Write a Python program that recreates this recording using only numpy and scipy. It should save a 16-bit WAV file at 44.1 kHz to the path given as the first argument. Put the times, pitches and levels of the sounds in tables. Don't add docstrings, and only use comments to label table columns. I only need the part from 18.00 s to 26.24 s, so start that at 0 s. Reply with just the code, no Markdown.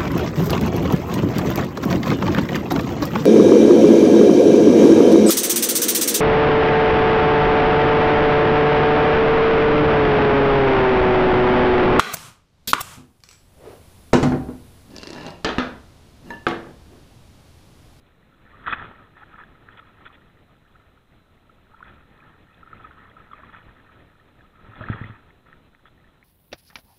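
import sys
import numpy as np
from scipy import signal
from scipy.fft import rfft, irfft
from scipy.io import wavfile
from scipy.ndimage import uniform_filter1d

SR = 44100
rng = np.random.default_rng(int(sys.argv[2]) if len(sys.argv) > 2 else 0)


def int16_out(signal):
    q = np.round(np.clip(np.atleast_2d(signal).T, -1, 1) * 32767)
    wavfile.write(sys.argv[1], SR, q.astype(np.int16))


N = 363384

# frequency in Hz, relative level in dB.
SURGE_COLOUR = [(20, -3), (60, -2), (95, -1), (150, -4), (230, -6.5), (350, -9.5), (700, -14.5),
                (1200, -21.5), (2500, -23), (4000, -31)]


def amp(db):
    return 10 ** (np.asarray(db) / 20)


def unit(x):
    return x / np.sqrt(np.mean(x ** 2))


def add(out, start_s, x):
    i = int(start_s * SR)
    out[i:i + len(x)] += x[:len(out) - i]


def noise(colour):
    hz, db = np.transpose(colour)
    bins = np.fft.rfftfreq(N, 1 / SR)
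    gain = amp(np.interp(np.log(bins + 1), np.log(hz), db))
    spectrum = rfft(rng.standard_normal(N))
    return unit(irfft(spectrum * gain, N))


def walk(rate):
    step = int(SR / rate)
    held = np.repeat(rng.standard_normal(N // step + 1), step)
    return unit(uniform_filter1d(held, step)[:N])


def shell(x):
    # frequency in Hz, width in Hz, level in dB.
    resonances = [(444, 370, -20), (960, 180, -11.5), (1296, 99, -1.5), (1821, 217, -4.5), (2529, 61, -9.5),
                  (2760, 160, -18), (3413, 193, -12.5)]
    out = 0
    for k, (hz, width_hz, db) in enumerate(resonances):
        b, a = signal.iirpeak(hz, hz / width_hz, SR)
        out = out + (-1) ** k * amp(db) * signal.lfilter(b, a, x)
    return out


def bubble(hz, t60, rise=0.1, swell=0.014):
    t = np.arange(int(t60 * SR)) / SR
    age = t / t60
    tone = np.sin(2 * np.pi * hz * t * (1 + rise * age))
    onset = 1 - np.exp(-age / swell)
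    return tone * onset * np.exp(-np.log(1000) * age)


def fizz(length, rate, spread_db, cycles, smooth, open_share):
    crowd = np.zeros(length)
    count = int(rate * length / SR) + 1
    for when, size, pitch, ring in rng.random((count, 4)):
        hz = 750 * 4.6 ** pitch
        gain = amp(-spread_db * np.log(size + 0.027))
        add(crowd, when * length / SR, gain * bubble(hz, cycles * (0.41 + ring) / hz))
    crowd = unit(crowd)
    rush = smooth * rng.standard_normal(length)
    return unit(shell(crowd + rush) + open_share * crowd)


def treble(x, edge_hz=2250):
    high_pass = signal.butter(4, edge_hz, "high", fs=SR, output="sos")
    return signal.sosfiltfilt(high_pass, x)


def waves():
    # crest in seconds, level in dB,
    # rise in seconds, fall in seconds; rise and fall each span 10 dB.
    wavelets = [(0.8, -42.5, 0.2, 0.17), (1.35, -52.5, 0.16, 0.28), (1.73, -54.5, 0.11, 0.28),
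                (2.03, -53.5, 0.24, 0.21), (2.82, -61.5, 0.15, 0.12), (3.88, -51.5, 0.13, 0.12),
                (4.27, -54.5, 0.26, 0.14), (4.82, -51.5, 0.27, 0.33), (5.48, -53, 0.71, 0.52),
                (5.95, -57.5, 0.29, 0.18), (6.93, -41, 0.2, 0.19)]
    calm_db = -69.5
    crest_roundness = 1.17
    t = np.arange(N) / SR
    power = amp(calm_db) ** 2
    for crest_s, db, rise_s, fall_s in wavelets:
        away = np.maximum((crest_s - t) / rise_s, (t - crest_s) / fall_s)
        power = power + amp(db - 10 * away ** crest_roundness) ** 2
    return 10 * np.log10(power)


def follow(lap_db, law, typical_db=-55):
    calm_db, added_db, slope = law
    moving_db = added_db + slope * (lap_db - typical_db)
    return 10 * np.log10(amp(calm_db) ** 2 + amp(moving_db) ** 2)


def lapping(level_db, foam_db, flutter_db=2.0, trickle_db=-4):
    froth = fizz(N, rate=700, spread_db=0.5, cycles=9.9, smooth=1.0, open_share=0.011)
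    trickle = fizz(N, rate=80, spread_db=2.5, cycles=43, smooth=0, open_share=0.2)
    water = (froth + amp(trickle_db) * trickle) * amp(flutter_db * walk(35))
    foam = treble(water)
    body = water - foam
    return unit(body) * amp(level_db) + unit(foam) * amp(foam_db)


def surge(level_db, flutter_db=2.0):
    return noise(SURGE_COLOUR) * amp(level_db + flutter_db * walk(22))


def open_air(level_db=-60):
    # frequency in Hz, relative level in dB.
    air_colour = [(20, 5), (100, -10), (300, -15.5), (700, -20), (1300, -12.5), (2200, -36), (3600, -21.5),
                  (4000, -18.5)]
    return amp(level_db) * noise(air_colour)


def drips(level_db, rate=7, scatter_db=-1.5, centre_hz=1550, spread_octaves=0.4):
    when, size, pitch = rng.random((int(rate * N / SR), 3)).T
    db = level_db[(when * N).astype(int)] + scatter_db * (2 * size - 1)
    hz = centre_hz * 2 ** (spread_octaves * (2 * pitch - 1))
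    return np.c_[when * N / SR, db, hz]


def plops(drip_db, open_share=0.15):
    # start in seconds, peak level in dB, pitch in Hz.
    clear_bubbles = [(.5433, -41.5, 1150), (.661, -22.5, 1570), (.6768, -20.5, 1064), (.694, -24, 1555),
                     (.714, -22, 1330), (.7245, -17, 1136), (.734, -15.5, 1550), (.795, -27, 1615),
                     (1.208, -44, 1220), (1.219, -42.5, 800), (1.340, -37, 1360), (1.3888, -35.5, 1180),
                     (1.411, -36, 1660), (1.435, -34, 1580), (1.791, -37, 1330), (2.063, -32, 1420),
                     (2.755, -46.5, 1370), (3.494, -44.5, 1310), (3.735, -47.5, 854), (3.743, -41, 1330),
                     (3.804, -38.5, 1026), (3.8262, -29.5, 1410), (4.203, -45, 2350), (4.6289, -37, 1310),
                     (4.673, -39.5, 1320), (4.7288, -30.5, 1303), (4.846, -34.5, 1240), (4.909, -37, 1410),
                     (5.1656, -38.5, 1280), (5.312, -37, 1280), (5.3313, -28.5, 1138), (5.388, -49, 596),
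                     (5.433, -35, 1090), (5.546, -34, 1460), (6.407, -43, 1600), (6.8115, -34.5, 597),
                     (6.8378, -26, 1620), (6.893, -27.5, 1530), (7.039, -28, 1960), (7.305, -44.5, 2110),
                     (8.227, -42, 2150)]
    # start in seconds, peak level in dB, pitch in Hz.
    flat_slaps = [(.6798, -19, 1330), (0.6991, -22, 1460), (0.727, -13.5, 1790), (0.7303, -16, 2500),
                  (0.8246, -24.5, 1360), (0.912, -32.5, 870), (1.687, -29.5, 1540), (3.882, -41.5, 1850),
                  (6.809, -28.5, 1200), (6.885, -22, 1290), (7.528, -35, 1760), (7.748, -40, 2080),
                  (7.855, -39, 1400)]
    bubble_cycles, slap_t60_s = 37.3, 0.0053
    events = [(s, db, hz, bubble_cycles / hz) for s, db, hz in [*clear_bubbles, *drips(drip_db)]]
    events += [(s, db, hz, slap_t60_s) for s, db, hz in flat_slaps]
    out = np.zeros(N)
    for start_s, db, hz, t60 in events:
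        pocket = np.r_[bubble(hz, t60), np.zeros(SR // 20)]
        soft_start = 1 - np.exp(-np.arange(len(pocket)) * hz / SR / 2)
        ring = shell(pocket) + open_share * pocket * soft_start
        add(out, start_s, amp(db) * ring / np.abs(ring).max())
    return out


def sprays(fall_db=-3, rumble_db=-12):
    # start in seconds, level in dB before the treble change,
    # length in seconds, extra treble in dB (fine spray is brighter).
    bursts = [(0.664, -30, 0.086, 3), (0.725, -27, .012, 5.5), (0.744, -40.5, 0.12, 0),
              (1.162, -48, .08, -3), (1.381, -46.5, 0.052, -5), (1.772, -49.5, 0.03, 7.5),
              (2.053, -51, 0.03, 14), (2.125, -62, 0.034, 17.5), (3.868, -53.5, 0.039, 1.5),
              (5.523, -47, 0.074, -0.5), (6.816, -41, 0.016, 4), (7.019, -50.5, .09, 7),
              (7.459, -57, 0.089, -1), (7.852, -56, 0.035, 7.5)]
    out, weight = np.zeros(N), np.zeros(N)
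    for start_s, db, seconds, treble_db in bursts:
        n = int(seconds * SR)
        fade = amp(fall_db * np.linspace(-.5, .5, n))
        shape = signal.windows.tukey(n, .06) * fade
        patter = fizz(n, rate=1000, spread_db=3.5, cycles=8.9, smooth=1.0, open_share=0.048)
        patter = patter + (amp(treble_db) - 1) * treble(patter)
        add(out, start_s, amp(db) * shape * patter)
        add(weight, start_s, amp(db) * shape)
    return out + amp(rumble_db) * weight * noise(SURGE_COLOUR)


def thuds(bend=0.86, settle_s=0.0023, knock_db=-25, overtone_hz=215, overtone_db=-7, overtone_t60=0.045):
    # start in seconds, level of the boom in dB,
    # ring time in seconds (to die away by 60 dB).
    bumps = [(6.686, -40, 0.3), (6.809, -28, 0.15), (6.9, -15, 0.088), (6.945, -30, 0.13),
             (7.014, -23, 0.087), (7.044, -30.5, 0.19), (7.098, -31, 0.14)]
    boom_hz = 106.8
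    out = np.zeros(N)
    t = np.arange(SR // 4) / SR
    turns = boom_hz * (t + bend * settle_s * (1 - np.exp(-t / settle_s)))
    overtone = np.sin(2 * np.pi * overtone_hz * t) * np.exp(-np.log(1000) * t / overtone_t60)
    for start_s, db, t60 in bumps:
        rattle = amp(knock_db) * unit(shell(rng.standard_normal(len(t))))
        boom = (np.sin(2 * np.pi * turns) + rattle) * np.exp(-np.log(1000) * t / t60)
        add(out, start_s, amp(db) * (boom + amp(overtone_db) * overtone))
    return out


def scene():
    # level in calm water in dB,
    # level added at typical lapping in dB, growth in dB per dB of lapping.
    surge_law = (-58, -53.5, 0.86)
    foam_law = (-79.5, -69.5, 0.91)
    drip_law = (-54.5, -48, 0.62)
    lap_db = waves()
    water = lapping(lap_db, follow(lap_db, foam_law))
    water = water + surge(follow(lap_db, surge_law))
    water = water + plops(follow(lap_db, drip_law)) + sprays()
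    return (water + open_air() + thuds())[None]


def record(dry, band_hz=4050, top_hz=15500, hiss_db=-78):
    scene_filter = signal.ellip(7, .5, 60, band_hz, fs=SR, output="sos")
    narrow = signal.sosfilt(scene_filter, dry)
    hissing = narrow + amp(hiss_db) * rng.standard_normal(dry.shape)
    top_filter = signal.ellip(10, .2, 70, top_hz, fs=SR, output="sos")
    return signal.sosfilt(top_filter, hissing)


dry = scene()
out = record(dry)
int16_out(out)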